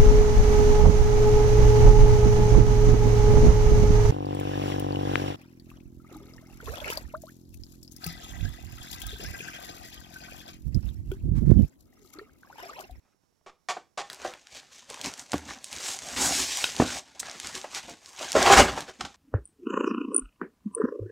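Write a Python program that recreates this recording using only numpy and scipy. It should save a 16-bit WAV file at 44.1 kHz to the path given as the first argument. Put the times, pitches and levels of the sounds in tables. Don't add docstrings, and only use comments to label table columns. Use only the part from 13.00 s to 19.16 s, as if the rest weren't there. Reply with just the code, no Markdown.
import sys
import numpy as np
from scipy import signal
from scipy.fft import rfft, irfft
from scipy.io import wavfile
from scipy.ndimage import uniform_filter1d

SR = 44100
rng = np.random.default_rng(int(sys.argv[2]) if len(sys.argv) > 2 else 0)


def wav_record(signal):
    frames = np.transpose(np.atleast_2d(signal))
    bounded = np.clip(frames, -1, 1)
    quanta = np.round(bounded * 32767).astype(np.int16)
    wavfile.write(sys.argv[1], SR, quanta)


N = 271656
TIME = np.arange(N) / SR

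# (frequency [Hz], relative density [dB per Hz])
AIR_COLOUR = [(25, -10.5), (60, 1.5), (200, -0.5), (600, -7), (900, -7), (1600, -13), (3000, -18),
              (6000, -13), (9000, -20.5), (16000, -25)]
# (time [s], frequency [Hz])
WHINE_PITCH = [(0, 5570), (1, 5570), (2, 5570), (6.2, 5700)]
# (frequency [Hz], t60 [s])
ROOM_DECAY = [(100, 0.46), (600, 0.22), (3000, 0.25), (8000, 0.25), (15000, 0.16)]
# (time [s], level [dB])
FAINT_TAPS = [(.055, -71), (.145, -73), (.235, -71), (.325, -72), (.412, -70)]
# (time [s], level [dB], length of the chatter [s], treble tilt [dB per octave])
CASE_CLACKS = [(0.461, -46, 0.04, -2.5), (0.6857, -27, 0.038, 0), (0.9741, -30.5, 0.047, -0.5),
               (6.007, -28, 0.0046, -0.5), (6.049, -34, 0.0055, 0.5)]
# (frequency [Hz], relative density [dB per Hz])
CLACK_SPECTRUM = [(59, -27), (100, -26), (279, -21), (375, -9), (524, -11), (646, -5.5), (780, 1.5),
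                  (962, -7.5), (1140, -4), (1210, -3), (1290, -7), (1460, -9), (7050, -17), (15000, -51)]
# (time [s], level [dB], pitch [factor], ring [factor])
CASE_KNOCKS = [(.767, -34.5, 0.92, 0.42), (1.248, -27.5, 0.96, 1.1), (4.642, -35, 1.1, 0.2),
               (4.882, -40, 0.87, 1.6), (5.209, -37, 0.79, 0.33), (5.3515, -14, 0.71, 0.72),
               (5.359, -16.5, .8, 1.1), (5.4995, -9.5, 1.01, 1.5), (5.591, -12.5, 0.73, 1.6),
               (5.7755, -30.5, 1.15, 0.34)]
# (frequency [Hz], relative level [dB], t60 [s])
CASE_MODES = [(376.6, -2.5, 0.062), (516.4, -10.5, 0.17), (613, -8, 0.11), (673, -7, 0.06),
              (790, -0.5, 0.098), (843, -17, 0.0327), (992, -18.5, 0.058), (1092, 1.5, 0.017),
              (1236, -11.5, 0.057), (1653, -14, 0.047), (2310, -28, 0.036)]
# (time [s], level [dB], pitch [factor], ring [factor])
BOX_THUMPS = [(2.3332, -29.5, 3.04, 0.15), (2.34, -22, 1.08, 0.97), (3.308, -31.5, 1.07, 1),
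              (3.7995, -13, 0.942, 0.69), (3.819, -18.5, 1.1, 0.72), (3.846, -33, 1, 1.3)]
# (frequency [Hz], relative level [dB], t60 [s])
BOX_MODES = [(71.8, -6.5, 0.33), (119, -2, 0.086), (167, 1, 0.064), (268.4, 7.5, 0.086), (340, -1, 0.068),
             (455, 2.5, 0.043), (525, -0.5, 0.063), (670, 7, 0.022), (1045, 5, 0.016), (1480, -37.5, 0.034),
             (1800, -43, 0.041)]
# (time [s], level [dB], pitch [factor], ring [factor])
EDGE_CLICKS = [(1.1, -40, 1.35, 0.47), (1.3375, -45.5, 0.94, 0.48), (3.6416, -22, 1.06, 0.65),
               (4.2303, -41, 0.57, 0.75), (5.4617, -22.5, 0.93, 1.2), (5.775, -42.5, 0.84, 1)]
# (frequency [Hz], relative level [dB], t60 [s])
EDGE_MODES = [(970, -1.5, 0.01), (1380, -6.5, 0.039), (2450, -1.5, 0.028), (2940, 0.5, 0.02),
              (3580, -5.5, 0.046), (4960, -1, 0.0059), (7840, -10.5, 0.0215)]
# (time [s], level [dB], centre of the spectrum [Hz])
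CREASE_SNAPS = [(1.131, -42, 7500), (1.1455, -46, 8000), (1.4707, -47.5, 3500), (1.9012, -40, 4850),
                (1.943, -39.5, 4400), (2.014, -34.5, 5770), (2.0444, -36, 4500), (2.0598, -32.5, 5030),
                (2.1383, -39, 5870), (2.1951, -38, 6000), (2.3194, -33.5, 5730), (2.333, -33.5, 3100),
                (2.3807, -41.5, 6000), (2.6433, -35, 7640), (2.7286, -36.5, 5700), (2.9892, -35.5, 3900),
                (3.572, -29.5, 6400), (3.765, -34, 3970), (4.2, -32.5, 6850), (4.2976, -38.5, 3560),
                (4.3135, -40, 4130), (4.4002, -34.5, 5170), (4.4714, -34.5, 4400), (4.5526, -33, 4850),
                (4.7481, -33, 3600), (4.8965, -46, 9000), (5.0599, -44, 5100), (5.319, -27.5, 5640),
                (5.3297, -31, 5740), (5.4277, -21.5, 4430), (5.8065, -37, 5670)]
# (frequency [Hz], relative density [dB per Hz])
FLEX_COLOUR = [(30, -29.5), (50, 0), (75, 2), (100, -3.5), (150, -1.5), (200, -1.5), (275, 6.5),
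               (340, -5.5), (450, -40), (800, -55)]
RUB_COLOUR = [(170, -17.5), (300, -21.5), (390, -2.5), (480, 0), (650, 4), (930, 3), (1100, -0.5),
              (1500, 1), (2200, -4), (3000, -10.5), (4500, -19), (7000, -36)]
CRINKLE_COLOUR = [(1100, -39), (1700, -6.5), (2300, -3), (2900, -3.5), (4400, -2), (6500, 0.5), (7800, -1),
                  (10000, -11.5), (13000, -18), (16000, -29)]
# (time [s], rise [s], hold [s], fall [s], flexing of the box [dB], rubbing of the cases [dB],
#  crinkle of the wrap [dB], lift of the upper treble [dB])
HAND_STROKES = [(0.053, 0.07, 0.077, 0.023, -81, -70.5, -84, -9),
                (1.115, 0.035, 0.017, 0.061, -65.5, -51, -52, 0),
                (1.247, .1, 0.022, 0.091, -51, -36, -42, -7),
                (1.539, 0.048, 0.042, 0.065, -60, -50.5, -44, -8.5),
                (1.73, 0.04, 0.054, 0.09, -73, -62.5, -50.5, -6),
                (1.892, 0.013, 0.22, 0.088, -60.5, -47, -48, -7),
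                (2.046, 0.024, 0.028, .08, -42.5, -38.5, -36, -6),
                (2.196, .05, 0.009, 0.063, -52.5, -46.5, -42.5, 1),
                (2.324, 0.041, 0.051, .09, -54, -43.5, -45.5, -1),
                (2.485, 0.063, 0.032, 0.092, -43, -41, -42.5, -7.5),
                (2.736, 0.15, .08, .08, -54.5, -46.5, -41.5, -2),
                (2.865, .12, 0.059, 0.089, -57.5, -41, -32.5, 1),
                (3.066, 0.16, 0.069, 0.074, -49.5, -42.5, -39, -0.5),
                (3.164, 0.0064, 0.1, .08, -34.5, -32, -30.5, -7),
                (3.22, 0.061, .05, 0.082, -40, -30.5, -24.5, 10),
                (3.336, 0.14, 0.088, 0.12, -40, -36, -25, 0), (3.52, 0.31, .14, .16, -55, -41, -29.5, -2.5),
                (3.798, .08, .03, 0.094, -39, -35, -34.5, -4),
                (3.875, .06, 0.11, 0.029, -50, -39.5, -34, -6),
                (4.197, .004, 0.0069, .012, -70, -60, -34.5, 17),
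                (4.242, 0.086, 0.11, .06, -55.5, -45, -46.5, -11),
                (4.439, 0.15, 0.055, .1, -51, -43, -40, -6),
                (4.551, 0.059, 0.022, 0.12, -47.5, -40.5, -39, -3),
                (4.758, 0.063, 0.023, .05, -54.5, -39.5, -35, -7),
                (4.885, 0.21, 0.019, 0.087, -50, -47.5, -47, -7),
                (5.08, 0.12, 0.086, .08, -75.5, -58, -53, 4),
                (5.213, 0.069, 0.021, 0.29, -54, -38.5, -37, -5.5),
                (5.364, .03, 0.085, .08, -31, -23, -28, -7.5),
                (5.47, 0.02, 0.051, 0.088, -30.5, -16.5, -23.5, -11),
                (5.522, 0.021, 0.019, 0.049, -31, -14.5, -16.5, -8),
                (5.576, 0.019, 0.023, 0.057, -19.5, -11.5, -16, -4),
                (5.666, 0.049, 0.028, 0.12, -33, -28.5, -38.5, -8),
                (5.776, .08, 0.035, 0.058, -42, -37, -41, -5),
                (5.886, 0.023, .005, .045, -55, -41, -47, -13.5),
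                (6.002, .015, 0.051, 0.057, -41.5, -53, -53, -13)]
SWING_DB = 19.5
SAG_DB_PER_S = 14
REACH_S, STIR_DB, STIR_LIFT_DB = 1.05, (-69.5, -62, -60), -9.5
EDGE_HZ = 15950


def amp(db):
    return 10 ** (np.asarray(db) / 20)


def unit(x):
    return x / np.sqrt(np.mean(x ** 2) + 1e-20)


def at_level(x, db, span):
    return amp(db) * x * np.sqrt(span * SR / (np.sum(x ** 2) + 1e-20))


def lookup(points, hz):
    f, value = np.transpose(points)
    return np.interp(np.log(hz + 1), np.log(f + 1), value)


def add(mix, s, sound):
    part = mix[max(round(s * SR), 0):][:len(sound)]
    part += sound[:len(part)]


def colour(x, db_at, size=4096):
    hz = abs(np.fft.fftfreq(size, 1 / SR)) + 1
    log_gain = np.log(amp(np.maximum(db_at(hz), -100)))
    spectrum = np.exp(np.conj(signal.hilbert(log_gain)))
    response = np.fft.ifft(spectrum).real[:size // 2]
    return signal.fftconvolve(x, response)[:len(x)]


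def low_pass_db(hz, corner_hz, order):
    return -10 * np.log10(1 + (hz / corner_hz) ** order)


def drift(rate_hz):
    hz = np.fft.rfftfreq(N, 1 / SR)
    return unit(irfft(rfft(rng.standard_normal(N)) / (1 + (hz / rate_hz) ** 2), N))


def room(x, wet_db, size=20000):
    reflections = rng.choice([-1., 1.], size) * (rng.random(size) < .06)
    reflections = reflections * (np.arange(size) > .003 * SR)
    hz, t, z = signal.stft(reflections, SR, nperseg=256)
    decay = amp(-60 * t / lookup(ROOM_DECAY, hz)[:, None])
    tail = signal.istft(z * decay, SR)[1]
    reverberation = signal.fftconvolve(x, tail / np.linalg.norm(tail))[:N]
    wet = amp(wet_db)
    return (x + wet * reverberation) / np.sqrt(1 + wet ** 2)


def widen(x, side_db, treble_db):
    shape = lambda hz: lookup([(1200, 0), (3000, treble_db)], hz)
    side = amp(side_db) * colour(room(x, wet_db=-9.5), shape)
    return np.array([x - side, x + side])


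def high_pass(x, hz):
    return signal.sosfilt(signal.butter(2, hz, "high", fs=SR, output="sos"), x)


def background(air_db=-77, whine_db=-86, octave_db=-7):
    air = unit(colour(rng.standard_normal(N), lambda hz: lookup(AIR_COLOUR, hz)))
    air = air * amp(1.2 * drift(8.1))
    whine_hz = np.interp(TIME, *np.transpose(WHINE_PITCH)) + 3 * drift(44)
    angle = 2 * np.pi * np.cumsum(whine_hz) / SR
    whine = np.sin(angle) + amp(octave_db) * np.sin(2 * angle)
    return amp(air_db) * air + amp(whine_db) * whine


def taps(decay_s=0.0027, top_hz=550):
    out, t = np.zeros(N), np.arange(2048) / SR
    for s, db in FAINT_TAPS:
        burst = rng.standard_normal(len(t)) * np.exp(-t / decay_s)
        puff = colour(burst, lambda hz: low_pass_db(hz, top_hz, 4))
        add(out, s, at_level(puff, db, 0.0085))
    return out


def blows(rows, modes, contact_s, scuff, scuff_s, scuff_hz):
    out, t = np.zeros(N), np.arange(SR // 3) / SR
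    for s, db, pitch, ring in rows:
        body = np.zeros(len(t))
        for hz, gain, t60 in modes:
            envelope = amp(gain - 60 * t / (t60 * ring))
            body += rng.choice([-1, 1]) * envelope * np.sin(2 * np.pi * hz * pitch * t)
        rasp = colour(rng.standard_normal(len(t)), lambda hz: low_pass_db(hz, scuff_hz * pitch, 4))
        hit = body + scuff * unit(rasp) * np.exp(-t / scuff_s)
        hit = hit * (1 - np.exp(-t / contact_s))
        add(out, s, at_level(hit, db, 0.013))
    return out


def box_thumps():
    hits = blows(BOX_THUMPS, BOX_MODES, contact_s=0.00031, scuff=0.48, scuff_s=0.011, scuff_hz=1500)
    return high_pass(hits, hz=87.5)


def case_knocks():
    hits = blows(CASE_KNOCKS, CASE_MODES, contact_s=0.0018, scuff=0.35, scuff_s=0.0099, scuff_hz=1320)
    return high_pass(hits, hz=295)


def edge_clicks():
    return blows(EDGE_CLICKS, EDGE_MODES, contact_s=0.00021, scuff=0.66, scuff_s=0.0011, scuff_hz=6970)


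def clacks(rise_s=0.0014, fall_s=0.0037, sag_s=0.058):
    out, t = np.zeros(N), np.arange(SR // 5) / SR
    for s, db, length, tilt_db in CASE_CLACKS:
        contacts = rng.standard_normal(len(t)) * (rng.random(len(t)) < .15)
        settling = np.exp(-t / sag_s - np.maximum(t - length, 0) / fall_s)
        burst = contacts * (1 - np.exp(-t / rise_s)) * settling
        shape = lambda hz: lookup(CLACK_SPECTRUM, hz) + tilt_db * np.log2(hz / 1000)
        add(out, s, at_level(colour(burst, shape), db, 0.49 * length + 0.0056))
    return out


def snaps(narrow_db=4, top_hz=8800):
    out, t = np.zeros(N), np.arange(2048) / SR
    decay = np.exp(-t / .0007) + amp(-21) * np.exp(-t / .008)
    for s, db, centre in CREASE_SNAPS:
        tick = rng.standard_normal(len(t)) * decay
        band_db = lambda hz: -np.minimum(narrow_db * np.log2(hz / centre) ** 2, 30)
        shape = lambda hz: band_db(hz) + low_pass_db(hz, top_hz, 8)
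        add(out, s, at_level(colour(tick, shape), db, 0.0064))
    return out


def crackle(level_db, size_db=-9, ceiling_db=-41):
    pops = rng.standard_normal(N) * (rng.random(N) < 70 / SR)
    shiver = rng.standard_normal(128) * np.exp(-np.arange(128) / (.0005 * SR))
    spectrum = [(900, -29), (2300, 12.5), (7000, 18.5), (10500, -9), (16000, -23)]
    pops = colour(signal.fftconvolve(pops, shiver)[:N], lambda hz: lookup(spectrum, hz))
    return amp(size_db + np.minimum(level_db, ceiling_db)) * unit(pops)


def case_ring(rub_db, clumps, ring_db=-6):
    grip_db = np.interp(rub_db, [-50, -25, -12], [-7, -3, 2])
    drive = rng.standard_normal(N) * amp(2 * clumps + rub_db + grip_db)
    t = np.arange(SR // 4) / SR
    response = np.zeros(len(t))
    for k, (hz, gain, t60) in enumerate(CASE_MODES):
        response += (-1) ** k * amp(gain - 60 * t / t60) * np.sin(2 * np.pi * hz * t)
    # low and middle modes weaker, those near 1100 Hz stronger
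    balance = [(120, -11.5), (370, 0), (580, -5.5), (790, -5.0), (1100, 4.0)]
    response = colour(response, lambda hz: lookup(balance, hz))
    return amp(ring_db) * signal.fftconvolve(drive, response / np.linalg.norm(response))[:N]


def wander(x, depth_db, size=512):
    z = signal.stft(x, SR, nperseg=size, noverlap=size * 3 // 4)[2]
    patches = uniform_filter1d(rng.standard_normal(z.shape), size=3, axis=0)
    patches = uniform_filter1d(patches, size=16, axis=1)
    z = z * amp(depth_db * unit(patches))
    return signal.istft(z, SR, nperseg=size, noverlap=size * 3 // 4)[1][:N]


def friction(level_db, spectrum, clumps, per_s, clump_db, wander_db):
    chance = np.minimum(per_s * amp(.8 * (level_db + 45)) / SR, 1)
    sizes = amp(3.4 * np.minimum(rng.exponential(1, N), 4)) * rng.choice([-1., 1.], N)
    slips = unit(sizes) * (rng.random(N) < chance) / np.sqrt(chance)
    merged = np.interp(level_db, [-62, -45, -30], [.8, .28, .62])
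    drive = np.sqrt(1 - merged) * slips + np.sqrt(merged) * rng.standard_normal(N)
    drive = drive * amp(clump_db * clumps / (1 + amp(level_db + 26)))
    coloured = colour(drive, lambda hz: lookup(spectrum, hz))
    return amp(level_db) * unit(wander(coloured, wander_db))


def handling():
    power = amp(np.array(STIR_DB)[:, None]) ** 2 * (TIME > REACH_S) + 1e-12
    lift = STIR_LIFT_DB * power[2]
    for s, rise, hold, fall, flex_db, rub_db, crinkle_db, lift_db in HAND_STROKES:
        t = TIME - s
        shape_db = SWING_DB * (np.minimum(t, 0) / rise - np.maximum(t - hold, 0) / fall)
        shape_db = shape_db - SAG_DB_PER_S * np.clip(t, 0, hold)
        envelope = amp(np.maximum(shape_db, -150))
        stroke = np.outer(amp([flex_db, rub_db, crinkle_db]), envelope) ** 2
        power = power + stroke
        lift = lift + lift_db * stroke[2]
    return *(10 * np.log10(power)), lift / power[2]


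def packing(hinge_hz=4800):
    flex_db, rub_db, crinkle_db, lift_db = handling()
    clumps = drift(46)
    flex = friction(flex_db, FLEX_COLOUR, clumps, per_s=670, clump_db=2.5, wander_db=3.0)
    rub = friction(rub_db, RUB_COLOUR, clumps, per_s=900, clump_db=2.5, wander_db=4.0)
    crinkle = friction(crinkle_db, CRINKLE_COLOUR, clumps, per_s=1800, clump_db=1.5, wander_db=1.6)
    hz = np.fft.rfftfreq(N, 1 / SR) + 1
    treble = irfft(rfft(crinkle) / (1 + (hinge_hz / hz) ** 4), N)
    lift = amp(lift_db / 2)
    crinkle = lift * treble + (crinkle - treble) / lift
    hiss = amp(-2.5) * flex + amp(-2.5) * rub + amp(-1.5) * crinkle
    return hiss + case_ring(rub_db, clumps) + crackle(crinkle_db)


def scene():
    air = widen(background(), side_db=2, treble_db=-6)
    box = widen(room(box_thumps(), wet_db=-19.5), side_db=-27.5, treble_db=-12)
    knocks = widen(room(case_knocks(), wet_db=-11), side_db=-27, treble_db=-10)
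    chatter = widen(room(clacks(), wet_db=-9.0), side_db=-19.5, treble_db=-7)
    ticks = widen(room(snaps() + edge_clicks(), wet_db=-11.5), side_db=-32.5, treble_db=-3.5)
    wrap = widen(room(packing(), wet_db=-16.5), side_db=-52.5, treble_db=-23)
    return air + taps() + box + knocks + chatter + ticks + wrap


def record(dry):
    held = dry / (1 + dry ** 6) ** (1 / 6)
    band_limit = signal.firwin(511, EDGE_HZ, window=("kaiser", 9), fs=SR)
    return signal.oaconvolve(held, band_limit[None], "same")


dry = scene()
out = record(dry)
wav_record(out)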